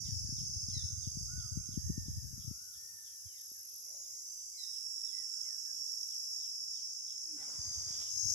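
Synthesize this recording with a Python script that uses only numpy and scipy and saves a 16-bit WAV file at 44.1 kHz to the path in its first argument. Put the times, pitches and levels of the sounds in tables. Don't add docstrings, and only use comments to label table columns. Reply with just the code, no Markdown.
import sys
import numpy as np
from scipy import signal
from scipy.io import wavfile
from scipy.ndimage import uniform_filter1d

SR = 44100
rng = np.random.default_rng(int(sys.argv[2]) if len(sys.argv) > 2 else 0)


def waveform_to_disk(signal):
    frames = np.transpose(np.atleast_2d(signal))
    scaled = np.clip(frames, -1, 1) * 32767
    samples = np.round(scaled).astype(np.int16)
    wavfile.write(sys.argv[1], SR, samples)


N = 367794
T = np.arange(N) / SR
NEAR_PACE, BUZZ_PACE = 53, 46.1


def amp(db):
    return 10 ** (np.asarray(db) / 20)


def evened(x):
    return x / np.sqrt(np.mean(x ** 2) + 1e-20)


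def sides(pan_db):
    return amp(np.array([pan_db, -np.asarray(pan_db)]) / 2)


def curve(rows, t):
    s, *columns = np.transpose(rows)
    return [np.interp(t, s, c) for c in columns]


def add(mix, s, sound):
    part = mix[..., round(s * SR):][..., :sound.shape[-1]]
    part += sound[..., :part.shape[-1]]


def resonate(x, hz, width_hz):
    turn = np.exp(2j * np.pi * np.cumsum(hz * np.ones(x.shape[-1])) / SR)
    r = np.exp(-np.pi * width_hz / SR)
    return 2 * (turn * signal.lfilter([1 - r], [1, -r], x / turn)).real


def drift(seconds, size=N):
    span = int(seconds * SR) + 1
    once = uniform_filter1d(rng.standard_normal(size), span)
    return evened(uniform_filter1d(once, span))


def noise(colour, patchy_db, same, size=(6, 16)):
    hz = np.fft.rfftfreq(1024, 1 / SR)
    real, imaginary, patches = rng.standard_normal((3, 2, 513, N // 256 + 5))
    patches = uniform_filter1d(patches, size[0], axis=1)
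    patches = evened(uniform_filter1d(patches, size[1], axis=2))
    knot_hz, knot_db = np.transpose(colour)
    shape_db = np.interp(np.log(hz + 1), np.log(knot_hz), knot_db, left=-90, right=-90)
    bins = real + 1j * imaginary
    bins[1] = same * bins[0] + np.sqrt(1 - same ** 2) * bins[1]
    bins *= amp(shape_db[:, None] + patchy_db * patches)
    return evened(signal.istft(bins, nperseg=1024, noverlap=768)[1][:, :N])


def insects():
    # start_s, stop_s, swell_s, fade_s,
    # pitch_hz, strokes_per_s, level_db (rms before swell and fade), left_minus_right_db
    bouts = [(0, .9, .01, 0.093, 4860, 65, -58.5, -13), (0, .9, .01, .1, 4710, 58, -60, -9),
             (0, .9, .01, 0.058, 5300, 50, -51.5, -6), (0, 0.97, 0.13, 0.09, 5330, 46, -51.5, 15),
             (0, 1, .01, 0.044, 5640, 39, -60, -14), (0, 1.3, 0.2, 0.37, 6200, 63, -57.5, -19),
             (0.14, 2.5, 0.28, 0.73, 6340, 56, -58, -22), (0, 2.4, 0.23, 0.59, 10580, 39, -64.5, -7),
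             (.9, 1.8, 0.27, 0.2, 13000, 76, -68.5, -1), (.95, 1.62, 0.1, 0.1, 4850, 47, -54.5, -8.5),
             (1.65, 1.7, 0.11, 0.16, 4700, 49, -64, -12), (1.6, 3.4, 0.19, 0.27, 11450, 46, -65, -9),
             (1.6, 3.5, 0.26, 0.5, 13420, 49, -70.5, -3), (3.85, 4.8, 0.15, 0.2, 7250, 50, -63, 2),
             (1.8, 4.3, 0.5, 0.43, 14780, 55, -74, -7), (2, 5.5, 0.3, 0.5, 12620, 46, -69, 4.5),
             (2, 4.7, 0.32, 1, 10580, 37, -64, -1), (2.3, 5.5, 0.36, 0.4, 11020, 77, -63.5, -6),
             (2.9, 3.8, 0.27, 0.25, 6480, 72, -62, -11),
             (3.2, 3.98, 0.28, 0.21, 11420, BUZZ_PACE, -57, -8.5),
             (3.9, 4.3, 0.091, 0.1, 6700, 67, -53.5, -4), (3.4, 5.1, 0.4, 0.4, 13480, 33, -67, 6),
             (4.2, 4.53, 0.1, 0.064, 6090, 57, -52.5, -9.5), (4, 6.8, 0.3, .6, 7900, 66, -66.5, -8),
             (4.55, 5.1, 0.1, 0.16, 5815, 49.3, -60, 9),
             (4.56, 5, 0.061, 0.33, 5180, NEAR_PACE, -53.5, -20),
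             (4.5, 7.2, 0.4, 0.75, 5460, NEAR_PACE, -48.5, -15.5),
             (6.4, 8.4, 0.39, 0.1, 5480, NEAR_PACE, -50.5, -9),
             (4.5, 7.6, 0.22, 0.14, 5340, NEAR_PACE, -51.5, -7), (4.9, 8.7, 1.8, .15, 5000, 68, -72, 16),
             (5.2, 7, 0.36, 0.72, 11600, 49, -63.5, 1.5), (5.3, 6, .2, .2, 6400, 52, -70, -11),
             (5.5, 6.9, .5, 1, 10900, 71, -67, 7), (5.3, 6.4, .7, 0.46, 13150, 49, -73, -5),
             (6.3, 6.9, 0.58, 0.14, 6200, 57, -66.5, 0), (6.5, 7.3, 0.26, 0.1, 6476, 47, -59.5, -13),
             (7.4, 8.05, 0.28, 0.074, 4800, 64, -50, 12), (7.399, 8.34, 0.37, 0.012, 7500, 42.3, -61, 4),
             (7.85, 8.2, 0.06, 0.1, 5180, 54, -50, 3), (7.55, 7.9, 0.1, 0.1, 6200, 66, -53, 12),
             (7.5, 8.1, 0.13, 0.13, 6470, 77, -47.5, 1), (8.1, 8.34, 0.17, .01, 4300, 45, -52, -1),
             (8.03, 8.34, 0.2, 0.0077, 5250, 48, -43, 12.5), (8.049, 8.34, 0.21, .01, 5560, 48, -51, 8),
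             (8.03, 8.34, 0.17, 0.0072, 6460, 55, -44, 17.5), (8.08, 8.34, 0.23, .01, 6250, 54, -50, 25.5)]
    # waver_hz, stroke_sharpness, stroke_split, scattered_share
    cricket, near_cricket, buzzer, cicada = (12, .6, .2, .5), (19, .5, .28, .7), (30, 1.1, .2, .7), (41.1, 0.34,
                                                                                            0.11, 1.4)
    kind_by_pace = {NEAR_PACE: near_cricket, BUZZ_PACE: buzzer}
    cicada_above_hz, stroke_sag_hz = 7000, 30

    out = np.zeros((2, N))
    for start, stop, swell, fade, hz, pace, db, pan_db in bouts:
        kind = kind_by_pace.get(pace, cicada if hz > cicada_above_hz else cricket)
        waver_hz, sharp, split, scatter = kind
        t = np.arange(start, stop, 1 / SR)
        beat = 2 * np.pi * np.cumsum(pace * (1 + 0.01 * drift(0.31, len(t)))) / SR
        stroke = np.exp(sharp * np.cos(beat) + split * np.sin(2 * beat))
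        pitch_hz = hz + waver_hz * drift(0.0121, len(t)) - stroke_sag_hz * np.sin(beat)
        tone = np.sin(2 * np.pi * np.cumsum(pitch_hz) / SR) * stroke
        blur = resonate(rng.standard_normal((2, len(t))), hz, 10 * waver_hz)
        blur = resonate(blur, hz, 10 * waver_hz) * np.sqrt(stroke)
        voice = evened(evened(tone) + scatter * evened(blur))
        bout = np.minimum((t - t[0]) / swell, 1) * np.minimum((stop - t) / fade, 1)
        add(out, t[0], voice * bout * amp(db) * sides(pan_db)[:, None])
    return out


def far_chorus():
    # frequency_hz, relative_density_db
    chorus_colour = [(2470, -96), (4200, -61), (4600, -20), (4890, -12), (5460, -3.5), (6610, -8.5),
                     (7370, -17), (8000, -21), (8730, -28.5), (10100, -23.5), (11200, -22), (11900, -26.5),
                     (12300, -30), (13300, -36), (14200, -37), (15500, -34)]
    # time_s, level_db, left_minus_right_db
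    chorus_level = [(0.0, -46, -6.5), (0.21, -46, -0.5), (0.72, -45.5, -1), (0.95, -46, -2.5),
                    (2.32, -47.5, -0.5), (2.97, -48.5, -2), (3.67, -50, -0.5), (3.81, -47.5, -0.5),
                    (5.83, -45, -1), (6.22, -45.5, 2.5), (6.5, -46.5, 1), (7.22, -46, 3), (7.46, -44, -1),
                    (7.85, -43.5, -3), (8.04, -43, -4), (8.22, -42, 2.5), (8.34, -37.5, 6)]
    db, pan_db = curve(chorus_level, T)
    return noise(chorus_colour, patchy_db=4.4, same=0.25, size=(3, 90)) * amp(db) * sides(pan_db)


def note(rows, under_db=-40, over_db=-40):
    t = np.arange(rows[0][0], rows[-1][0], 1 / SR)
    hz, db, pan_db = curve(rows, t)
    wobble = evened(uniform_filter1d(rng.standard_normal(len(t)), 200))
    half_phase = np.pi * np.cumsum(hz * (1 + .008 * wobble)) / SR
    tone = np.sin(2 * half_phase)
    tone = tone + amp(under_db) * np.sin(half_phase) + amp(over_db) * np.sin(3 * half_phase)
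    ends = signal.windows.tukey(len(t), .2)
    return np.sqrt(2) * tone * amp(db + 1.5 * wobble) * sides(pan_db) * ends


def glide(start, length, first_hz, last_hz, late, loudest, db, pan_db):
    ends_db = -7.5
    u = np.linspace(0, 1, 24)
    swell_db = np.interp(u, [0, np.clip(loudest, .05, .95), 1], [ends_db, 0, ends_db])
    hz = first_hz + (last_hz - first_hz) * u ** late
    return np.transpose([start + length * u, hz, db + swell_db, pan_db + 0 * u])


def long_whistles():
    # time_from_top_s, share_of_top_pitch, relative_db
    low_tune = [(-.3, .885, -6), (-.2, .84, -7), (-.09, .885, -5), (-.04, .965, -1), (.005, 1, 0),
                (.06, .94, -2), (.1, .85, -5), (.13, .8, -12), (.16, .72, -26)]
    # top_s, sung_before_top_s, top_hz, level_db, left_minus_right_db
    low_whistles = [(.868, 0.3, 1502, -74.5, 7.5), (1.362, 0.093, 1492, -70, 23),
                    (2.654, 0.33, 1535, -74, 10.5), (5.375, 0.22, 1509, -75, 7)]
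    # share_of_length, share_of_top_pitch, relative_db
    high_tune = [(0, .89, -7), (.12, .97, -5), (.4, 1, -2), (.64, .975, 0), (.79, .925, -8), (1, .79, -14)]
    # start_s, length_s, top_hz, level_db, left_minus_right_db
    high_whistles = [(1.732, .47, 1828, -69.5, 4.5), (2.718, .42, 1830, -72, 9.5)]

    out = np.zeros((2, N))
    for s, lead, hz, db, pan_db in low_whistles:
        tune = [(-lead, *curve(low_tune, -lead))] + [p for p in low_tune if p[0] > -lead]
        rows = [(s + t, hz * share, db + d, pan_db) for t, share, d in tune]
        add(out, rows[0][0], note(rows, over_db=-21))
    for s, length, hz, db, pan_db in high_whistles:
        rows = [(s + length * u, hz * share, db + d, pan_db) for u, share, d in high_tune]
        add(out, s, note(rows))
    return out


def short_notes():
    # left_minus_right_db, half_pitch_line_db
    gliding_lines = [(1.34, 0.27, 730, 747, 0.9, 0.17, -86, 1, -40.5),
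                     (1.8, 0.47, 905, 900, 1.04, 0.52, -81, 3, -40),
                     (2.877, 0.16, 950, 860, 1.3, 0.51, -81, 3, -43),
                     (0.722, .11, 4246, 3390, 1.13, 0.47, -54, -11.5, -16.5),
                     (1.567, 0.1, 2020, 2700, 0.9, 0.48, -80, -0.5, -40),
                     (3.252, 0.12, 3300, 2650, 1.2, 0.46, -80, -17, -42),
                     (4.571, .09, 4270, 3680, 0.8, 0.25, -54, -7, -38),
                     (4.535, .13, 2300, 1800, 0.92, 0.64, -72.5, -6, -40),
                     (5.03, 0.11, 3980, 3100, 1, .5, -69, 7, -10),
                     (7.04, .17, 1500, 1500, 1.1, .5, -81.5, 2, -40),
                     (7.17, .18, 2100, 1500, 1.2, .6, -77, -2, -40),
                     (4.2, .22, 1400, 1240, 1.1, .5, -87, 0, -40)]
    out = np.zeros((2, N))
    for *shape, under_db in gliding_lines:
        rows = glide(*shape)
        add(out, rows[0][0], note(rows, under_db))
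    return out


def piping_and_coo():
    # time_from_start_s, pitch_hz, relative_db
    pipe_tune = [
        [(-.025, 1950, -8), (0, 2180, -2), (.04, 1850, 0), (.075, 1720, -1), (.125, 1550, -8)],
        [(.195, 1810, -1), (.22, 1680, 2), (.26, 1600, -1)],
    ]
    # start_s, level_db
    pipe_times = [(.062, -73), (3.352, -74), (5.466, -69)]
    # start_s, length_s, first_hz, last_hz, glide_lateness, loudest_at_share, level_db, left_minus_right_db
    held_pipe = (5.125, 0.12, 2000, 1700, 5.5, 0.5, -64.5, 6)
    # time_s, pitch_hz, level_db, left_minus_right_db
    low_coo = [(7.24, 350, -82, -9), (7.31, 320, -70, -8), (7.345, 298, -61, -8), (7.375, 276, -60, -8)]
    pipe_pan_db = 4

    calls = [low_coo, glide(*held_pipe)]
    for s, db in pipe_times:
        for tune in pipe_tune:
            calls.append([(s + t, hz, db + d, pipe_pan_db) for t, hz, d in tune])
    out = np.zeros((2, N))
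    for rows in calls:
        add(out, rows[0][0], note(rows))
    return out


def chirps():
    chirp_rows = [(.044, -67, 9, 3880, 2800), (.364, -70, 4, 3910, 2690), (.688, -69.5, 5, 3820, 2818),
                  (1.023, -68.5, 3, 4130, 2730), (1.378, -75, 18, 3670, 2850),
                  (1.71, -74.5, 12, 3800, 2700), (2.055, -76, 10, 3750, 2980),
                  (2.389, -73.5, 5, 3946, 2750), (2.726, -74, 12, 3780, 2850), (3.042, -73, -6, 3870, 2700),
                  (3.362, -76, 14, 3740, 2880), (3.683, -77.5, -1.5, 3810, 2920),
                  (4.032, -81, -11, 3750, 3000), (4.377, -81.5, 3, 3797, 2900), (4.72, -74, 3, 3720, 2700),
                  (5.405, -78, -1, 3900, 2580), (5.748, -78.5, -3, 3830, 2670),
                  (6.091, -76, -2, 4090, 2420), (6.417, -76, -3, 3951, 2488), (6.746, -72, 0, 4210, 2610),
                  (7.067, -72, -3, 4050, 2580), (7.41, -76, 0, 3700, 2897), (7.722, -72, 0, 4240, 3000),
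                  (7.916, -66, -5, 3570, 2972), (8.033, -66.5, 8, 3670, 2800)]
    mark_hz, fall_per_s = 3740, 5.5

    out = np.zeros((2, N))
    hoarse = uniform_filter1d(rng.standard_normal((len(chirp_rows), SR // 5)), 90, axis=1)
    hoarse = evened(hoarse)
    for (s, db, pan_db, top_hz, bottom_hz), wobble in zip(chirp_rows, hoarse):
        t = np.arange(0, np.log(top_hz / bottom_hz) / fall_per_s, 1 / SR)
        wobble = wobble[:len(t)]
        hz = top_hz * np.exp(-fall_per_s * t) * (1 + 0.045 * wobble)
        tone = np.sin(2 * np.pi * np.cumsum(hz) / SR)
        swell = np.sin(np.pi * (t / t[-1]) ** 0.86)
        start = s - np.log(top_hz / mark_hz) / fall_per_s
        add(out, start, amp(db + 4.3 * wobble) * sides(pan_db)[:, None] * tone * swell)
    return out


def far_birds(level_db, count=220):
    out, u = np.zeros((2, N)), np.linspace(0, 1, round(.07 * SR))
    for when, pitch, bend, size, side in rng.random((count, 5)):
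        hz = (1900 + 2300 * pitch) * (.7 + .35 * bend) ** u
        call = np.sin(2 * np.pi * np.cumsum(hz) / SR) * np.sin(np.pi * u)
        gains = amp(level_db - 0.95 * size) * sides(10 * (side - .5))
        add(out, when * N / SR, gains[:, None] * call)
    return out


def grove(x, wet_db, t60, rise_s):
    t = np.arange(SR) / SR
    common, *own = rng.standard_normal((3, SR))
    decay = amp(-60 * t / t60) * (1 - np.exp(-(t / rise_s) ** 2))
    tail = (0.36 * common + 0.59 * np.array(own)) * decay
    tail /= np.linalg.norm(tail[0])
    echoes = signal.fftconvolve(x.mean(0)[None], tail, axes=1)[:, :N]
    return x + amp(wet_db) * echoes


def birds():
    song = grove(long_whistles(), wet_db=-4.5, t60=1.5, rise_s=.1)
    song += grove(short_notes(), wet_db=-5, t60=.5, rise_s=.015)
    song += grove(chirps() + far_birds(level_db=-87), wet_db=2, t60=.35, rise_s=.004)
    song += grove(piping_and_coo(), wet_db=-12, t60=.35, rise_s=.01)
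    return song


def wind():
    # time_s, thump_peak_db, edge_relative_to_thump_db,
    # port (0 left, 1 right)
    puff_rows = [(0.123, -29, -20, 0), (0.16, -34, -22, 0), (.22, -38.5, -19, 1), (0.246, -34, -6, 0),
                 (.291, -41.5, 5, 0), (.326, -33.5, -1.5, 0), (.335, -37.5, -11, 1), (.384, -35.5, -6, 0),
                 (.431, -38.5, -2.5, 0), (0.567, -39.5, -26, 0), (.64, -38, -28, 0), (0.686, -36, -2, 0),
                 (.767, -29, -8.5, 0), (0.826, -35, -24, 1), (.838, -33.5, -10, 0), (.928, -32, -16, 0),
                 (0.978, -36, -17, 1), (1.073, -29, -4.5, 0), (1.172, -32, -2, 0), (1.29, -39, -32, 0),
                 (1.379, -34, -6, 0), (1.449, -39.5, -25, 0), (1.521, -32, -12, 0), (1.573, -27, -1, 0),
                 (1.69, -39.5, 5.5, 0), (1.74, -41, -1, 0), (1.776, -25, 0.5, 0), (1.842, -30.5, -28, 1),
                 (1.861, -30, -19, 0), (1.898, -33, 7, 1), (1.902, -28, 5, 0), (1.979, -29, 2.5, 0),
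                 (1.996, -34.5, -24, 1), (2.084, -35.5, 3, 0), (2.099, -32, -24, 1), (2.168, -37, -20, 1),
                 (2.172, -32.5, -13, 0), (2.244, -37, -5, 0), (2.33, -40.5, -2.5, 0), (2.379, -40.5, -1, 0),
                 (2.478, -30.5, -7.5, 0), (2.512, -35.5, 1, 0), (3.259, -44.5, -45, 1),
                 (7.672, -43, -33, 1), (7.775, -40, -37, 1), (7.867, -45.5, -22, 1), (8.234, -46, -25, 1),
                 (8.255, -36, -9.5, 0)]
    # time_s, level_db, left_minus_right_db
    gust_level = [(0, -46, 14), (.6, -51.5, 9.5), (1.3, -53.5, 20.5), (1.6, -52.5, 11), (2.07, -43.5, 4),
                  (2.5, -59.5, 19), (2.56, -78, 16.5), (3.05, -81, 14), (3.2, -100, 4), (7.45, -100, -8.5),
                  (7.58, -62, -7.5), (8, -68.5, -14.5), (8.34, -52.5, 16.5)]
    # frequency_hz, relative_density_db
    gust_colour = [(18, -48), (30, -27), (56, 29), (92, 1.5), (138, -2), (275, -25.5), (330, -55),
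                   (430, -33.5), (730, -120)]

    out, t = np.zeros((2, N)), np.arange(-.04, .06, 1 / SR)
    for (s, db, edge_db, port), (turn, pitch) in zip(puff_rows, rng.random((len(puff_rows), 2))):
        hardness = min(amp(edge_db), 1)
        spread_s = np.where(t < 0, .006, .009) * (1 - 0.78 * hardness)
        hz = (92 + 17 * hardness) * (.9 + .2 * pitch)
        thump = np.cos(2 * np.pi * (hz * t + turn)) * np.exp(-(t / spread_s) ** 2 / 2)
        edge = np.cos(2 * np.pi * (160 * t + turn)) * np.exp(-(t / 0.0015) ** 2 / 2)
        add(out[port], s - .04, amp(db) * (thump + amp(edge_db) * edge))
    flicker_db = 5 * np.array([drift(.012), drift(.012)])
    db, pan_db = curve(gust_level, T)
    out += noise(gust_colour, patchy_db=0, same=0) * amp(flicker_db) * amp(db) * sides(pan_db)
    return signal.sosfilt(signal.butter(7, 58, "high", fs=SR, output="sos"), out)


def rustle():
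    # frequency_hz, relative_density_db
    rustle_colour = [(120, -6.5), (200, -10), (312, -1), (388, -11), (488, -7.5), (1200, -6.5),
                     (1700, -7.5), (2100, -10), (2460, -17), (3170, -10.5), (4200, -12), (5460, -54),
                     (9240, -120)]
    # time_s, relative_db
    treble_level = [(7.36, -8), (7.62, -7), (7.76, -5), (8.02, 7), (8.25, 7)]
    # time_s, lift_of_noise_db, ring_hz, ring_relative_db
    scrape_rows = [(7.394, 1.1, 1497, -2), (7.415, 0.62, 2005, 0), (7.435, 2.1, 794, 3),
                   (7.47, 0.88, 2190, -5), (7.5, 1.9, 500, -3), (7.55, 2.6, 320, -10),
                   (7.78, 1.7, 1225, -12), (7.92, 1.9, 1920, -9), (8.02, 2.9, 1493, -6)]
    start_s, attack_s, hold_s, release_s = 7.36, 0.029, 0.59, 0.3
    level_db, sag_db, pan_db, scrape_s = -65, -1.5, -5.5, 0.022

    grass = noise(rustle_colour, patchy_db=2.2, same=.6) * amp(2.5 * drift(.0015))
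    dull = signal.sosfiltfilt(signal.butter(4, 2300, fs=SR, output="sos"), grass)
    grass = dull + amp(curve(treble_level, T)[0]) * (grass - dull)
    lift_db = sum(db * np.exp(-((T - s) / scrape_s) ** 2) for s, db, *_ in scrape_rows)
    grass = grass * amp(lift_db)
    u = np.arange(-3 * scrape_s, 3 * scrape_s, 1 / SR)
    for s, _, hz, ring_db in scrape_rows:
        ring = resonate(resonate(rng.standard_normal(len(u)), hz, 110), hz, 110)
        add(grass, s + u[0], amp(ring_db) * evened(ring) * np.exp(-(u / scrape_s) ** 2))
    knots_s = start_s + np.cumsum([0, attack_s, hold_s, release_s])
    sweep = np.interp(T, knots_s, [0, 1, amp(sag_db), 0])
    return grass * sweep * amp(level_db) * sides(pan_db)[:, None]


def casing_ticks():
    # time_s, level_db (sine amplitude before decay), pitch_hz, left_minus_right_db
    tick_rows = [(2.255, -55, 322, -9), (2.68, -63, 700, -3), (3.517, -49, 322, -5), (7.888, -51, 303, -3),
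                 (8.017, -57, 300, -2.5)]
    out, t = np.zeros((2, N)), np.arange(0, .02, 1 / SR)
    for s, db, hz, pan_db in tick_rows:
        tick = np.sin(2 * np.pi * hz * t) * np.exp(-t / 0.0011)
        add(out, s, amp(db) * sides(pan_db)[:, None] * tick)
    return out


def flutter():
    centre_s, width_s, skirt_s = 3.94, 0.062, 0.44
    swell_db, skirt_db, rest_hz, lift_hz = -72, -83, 508, 118.7
    swell = np.exp(-((T - centre_s) / width_s) ** 2)
    skirt = np.exp(-((T - centre_s) / skirt_s) ** 2)
    hz = rest_hz + lift_hz * swell
    band = resonate(resonate(rng.standard_normal((2, N)), hz, 180), hz, 240)
    return evened(band) * (amp(swell_db) * swell + amp(skirt_db) * skirt)


def quiet_air():
    # frequency_hz, relative_density_db
    air_colour = [(76, -44), (130, -12.5), (387, -12.5), (1150, -18), (1660, -14.5), (1870, -24.5),
                  (2370, -12.5), (2590, -23.5), (3000, -14), (3450, -14.5), (3950, -6), (4250, -11.5),
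                  (4500, -7.5), (5720, -60), (9680, -120)]
    return noise(air_colour, patchy_db=5, same=0.4) * amp(-77.5)


def low_drone():
    band = resonate(resonate(rng.standard_normal((2, N)), 88, 32), 88, 50)
    return amp(-81.5) * evened(band)


def scene():
    insect_edge = signal.butter(12, 4620, "high", fs=SR, output="sos")
    trills = signal.sosfilt(insect_edge, insects() + far_chorus())
    handling = rustle() + casing_ticks()
    return trills + birds() + wind() + handling + flutter() + quiet_air() + low_drone()


def record(dry):
    left_lag, edge_hz = round(.33e-3 * SR), 15700
    left = np.pad(dry[0], (left_lag, 0), "edge")[:N]
    spaced = np.array([left, dry[1]]) * np.minimum(T / .005, 1)
    low_pass = signal.firwin(511, edge_hz, window=("kaiser", 9), fs=SR)
    return signal.oaconvolve(spaced, low_pass[None], "same")


dry = scene()
out = record(dry)
waveform_to_disk(out)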